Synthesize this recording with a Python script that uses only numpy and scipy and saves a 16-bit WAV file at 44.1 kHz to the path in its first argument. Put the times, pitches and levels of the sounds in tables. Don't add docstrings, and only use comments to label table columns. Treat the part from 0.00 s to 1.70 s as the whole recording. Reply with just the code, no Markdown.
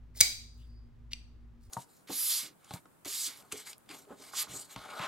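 import sys
import numpy as np
from scipy import signal
from scipy.fft import rfft, irfft
from scipy.io import wavfile
from scipy.ndimage import uniform_filter1d

SR = 44100
rng = np.random.default_rng(int(sys.argv[2]) if len(sys.argv) > 2 else 0)


def unload_audio(sound):
    columns = np.transpose(np.atleast_2d(sound))
    steps = np.round(np.clip(columns, -1, 1) * 32767)
    wavfile.write(sys.argv[1], SR, steps.astype(np.int16))


N = 74970
TIME = np.arange(N) / SR
FREQS = np.fft.rfftfreq(N, 1 / SR)


def undb(db):
    return 10 ** (np.asarray(db) / 20)


def fade(fade_s):
    return np.exp(-np.log(1000) * TIME / fade_s)


def later(x, seconds):
    gap = int(np.clip(round(seconds * SR), 0, N - 1))
    return np.concatenate([np.zeros(gap), x[:N - gap]])


def wander(rate_hz):
    size = max(int(SR / rate_hz), 1)
    steps = np.repeat(rng.standard_normal(N // size + 1), size)[:N]
    smooth = uniform_filter1d(uniform_filter1d(steps, size), size)
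    return smooth / smooth.std()


def tint(x, colour):
    hz, db = np.array(colour, float).T
    gain = undb(np.interp(np.log(np.maximum(FREQS, 1)), np.log(hz), db))
    gain /= np.sqrt(np.mean(gain ** 2))
    cepstrum = irfft(np.log(gain), N)
    cepstrum[1:N // 2] *= 2
    cepstrum[N // 2 + 1:] = 0
    return irfft(rfft(x) * np.exp(rfft(cepstrum)), N)


def noise(colour):
    return tint(rng.standard_normal(N), colour)


def burst(colour, fade_s):
    return tint(rng.standard_normal(N) * fade(fade_s), colour)


def ring(tones):
    return sum((-1) ** k * undb(db) * np.sin(2 * np.pi * hz * TIME) * fade(fade_s)
               for k, (hz, db, fade_s) in enumerate(tones))


# pitch in Hz, level in dB, amount of waver as a fraction.
HUM_TONES = [(55.92, -55.5, 0.66), (107.98, -64.5, 0.37), (235.17, -68, 0.22), (242.1, -71, 0.23)]
def hum():
    out = 0
    for hz, db, waver in HUM_TONES:
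        wobble = 1 + waver * (wander(13) + 1j * wander(11)) / np.sqrt(2)
        tone = np.exp(2j * np.pi * (hz * TIME + rng.random()))
        out += undb(db) * np.sqrt(2) * np.real(wobble * tone)
    return out


# frequency in Hz, relative level in dB.
AIR_COLOUR = [(20, -0.5), (32, 0.5), (45, -6.5), (75, -3.5), (130, -4.5), (185, -20.5), (330, -20.5),
              (600, -31.5), (1200, -32), (2500, -40), (6000, -49), (10000, -56.5), (15500, -56)]
def background():
    middle = hum() + undb(-58) * noise(AIR_COLOUR)
    side = undb(-23) * hum() + undb(-62.5) * noise(AIR_COLOUR)
    return np.array([middle + side, middle - side])


# start, rise time and fall time in seconds, level in dB.
BLADE_TURNS = [(0.141, 0.092, 0.0023, -40), (.50, 0.0855, 0.2, -74), (1.59, 0.0582, 0.0667, -71)]
# frequency in Hz, relative level in dB.
RUB_COLOUR = [(300, -12.5), (1300, -18), (2150, -4.5), (2700, -13), (3600, -1), (5000, 4), (6300, -2.5),
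              (8300, 1.5), (12000, -8.5), (15500, -2)]
def pivot_rub(grain_db=3):
    swell = sum(undb(db) * np.interp(TIME, [start, start + rise, start + rise + fall], [0, 1, 0]) ** 1.2
                for start, rise, fall, db in BLADE_TURNS)
    return swell * noise(RUB_COLOUR) * undb(grain_db * wander(500))


# start in seconds, level in dB.
BALL_SLIPS = [(.151, -53), (1.119, -44.5)]
def ball_pings(hz=2067, fade_s=0.016):
    return sum(later(ring([(hz, db, fade_s)]), start) for start, db in BALL_SLIPS)


# start in seconds, level in dB.
FINGER_BUMPS = [(.165, -59), (0.301, -60.5)]
# frequency in Hz, relative level in dB.
BUMP_COLOUR = [(80, 0.5), (200, -10), (380, 0), (900, -9), (2000, -17), (8000, -37)]
def finger_bumps(fade_s=.09):
    return sum(undb(db) * later(burst(BUMP_COLOUR, fade_s), start) for start, db in FINGER_BUMPS)


# start and length in seconds, pitch in Hz, level in dB.
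STEEL_SQUEAKS = [(0.174, 0.022, 5100, -51), (0.19, 0.023, 3550, -46), (0.572, .08, 2880, -73.5),
                 (0.583, 0.086, 3460, -75), (0.593, 0.296, 4800, -76.5), (1.61, 0.097, 9420, -80.5)]
def squeaks(width_hz=760):
    out = 0
    for start, length, hz, db in STEEL_SQUEAKS:
        roughness = wander(width_hz) + 1j * wander(width_hz)
        tone = np.real(roughness * np.exp(2j * np.pi * hz * TIME))
        swell = np.sin(np.pi * np.clip((TIME - start) / length, 0, 1))
        out += undb(db) * swell * tone
    return out


# start in seconds, level in dB.
SNAP_HITS = [(.2060, -6), (.2089, -12.5), (.2101, -6.5), (0.2099, -2)]
# pitch in Hz, relative level in dB, fade time in seconds.
KNIFE_TONES = [(2142.7, -23.5, .06), (2271.1, -15.5, 0.081), (2350.4, -28, .12), (3433, -25, 0.075),
               (3843, -17, .035), (4568, -12.5, .035), (4833, -14.5, 0.059), (4961, -24.5, 0.025),
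               (6123, -16, .03), (6510, -18, .03), (7630, -24.5, 0.045), (8200, -19.5, 0.032),
               (8560, -20, .035), (11944, -21, .02)]
# frequency in Hz, relative level in dB.
CRACK_COLOUR = [(100, -10), (200, -24), (400, -16.5), (800, -15.5), (1300, -20), (2200, -1), (2900, -11.5),
                (3700, 0.5), (8000, 0.5), (10500, -8), (15500, -6.5)]
# pitch in Hz, level in dB, fade time in seconds.
SINGING_TONES = [(4746, -49, 0.73), (4815, -53, .7)]
def blade_snap():
    ringing = ring(KNIFE_TONES)
    hits = sum(undb(db) * later(ringing + burst(CRACK_COLOUR, fade_s=0.015), start)
               for start, db in SNAP_HITS)
    hardest_start = max(SNAP_HITS, key=lambda row: row[1])[0]
    handle_thump = (100, -37, 0.093)  # Hz, dB, fade time in seconds
    return undb(-3.5) * hits + later(ring(SINGING_TONES + [handle_thump]), hardest_start)


# time in seconds, level in dB.
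LOCK_DRAG = [(1.111, -66), (1.121, -50), (1.127, -55), (1.135, -62)]
# start in seconds, level in dB.
LOCK_SLIPS = [(1.1096, -31), (1.1194, -24.5), (1.13, -35.5), (1.1329, 2)]
# pitch in Hz, relative level in dB, fade time in seconds.
LOCK_TONES = [(2154.3, -60, 0.0351), (2416, -41.5, 0.0413), (2779, -32, 0.0145), (3700, -39, 0.0166),
              (4319, -32.5, 0.0108), (4683, -29, 0.0164), (5825, -43.5, 0.05), (7993, -37.5, 0.0143)]
# frequency in Hz, relative level in dB.
TICK_COLOUR = [(300, -34), (1200, -25.5), (2300, 2), (4700, -0.5), (6300, -2.5), (8300, -14), (10000, -8),
               (12000, -18), (15500, -15.5)]
def lock_release():
    times, drag_db = np.array(LOCK_DRAG).T
    scrape = noise(TICK_COLOUR) * np.interp(TIME, times, undb(drag_db), left=0, right=0)
    ringing = ring(LOCK_TONES)
    ticks = sum(undb(db) * later(ringing + undb(-31) * burst(TICK_COLOUR, fade_s=0.00852), start)
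                for start, db in LOCK_SLIPS)
    return scrape + ticks


# frequency in Hz, echo level in dB, fade time in seconds.
ROOM_ECHO = [(150, -10, .45), (600, -4.5, 0.34), (1300, -5, 0.38), (2300, -6.5, .42), (4500, -8.5, 0.5),
             (8000, -8.5, .39), (10600, -8, 0.35), (15000, -11, 0.34)]
def room_echo(x, delay_s=.005, build_s=0.0013):
    hz, db, fade_s = np.array(ROOM_ECHO, float).T
    band = np.round(2 * np.log2(np.clip(FREQS, hz[0], hz[-1]))) / 2
    white = rfft(rng.standard_normal(N))
    build = 1 - np.exp(-TIME / build_s)
    tail = 0
    for octave in np.unique(band):
        shape = build * fade(np.interp(octave, np.log2(hz), fade_s))
        gain = undb(np.interp(octave, np.log2(hz), db)) / np.linalg.norm(shape)
        tail += gain * shape * irfft(white * (band == octave), N)
    return signal.fftconvolve(x, later(tail, delay_s))[:N]


def microphone(x, lag_radians, left_louder_db=0.76):
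    left = irfft(rfft(x) * np.exp(-1j * lag_radians), N)
    return np.array([left * undb(left_louder_db / 2), x * undb(-left_louder_db / 2)])


# frequency in Hz, lag in radians.
BLADE_LAG = [(200, .1), (1000, .6), (2200, 1.3), (4500, 1.3), (8000, 1.7), (14000, 1.4)]
def scene(lock_lag_s=.00005):
    handling = pivot_rub() + squeaks() + ball_pings() + finger_bumps()
    blade_lag = np.interp(FREQS, *np.array(BLADE_LAG).T)
    blade = microphone(blade_snap() + handling, blade_lag)
    lock = microphone(lock_release(), 2 * np.pi * FREQS * lock_lag_s)
    walls = np.array([room_echo(blade_snap() + handling + undb(-6.5) * lock_release()) for _ in range(2)])
    return blade + lock + walls + background()


def record(dry, top_hz=16000):
    treble_cut = signal.ellip(10, .2, 70, top_hz, fs=SR, output="sos")
    return signal.sosfilt(treble_cut, np.tanh(dry))


dry = scene()
out = record(dry)
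unload_audio(out)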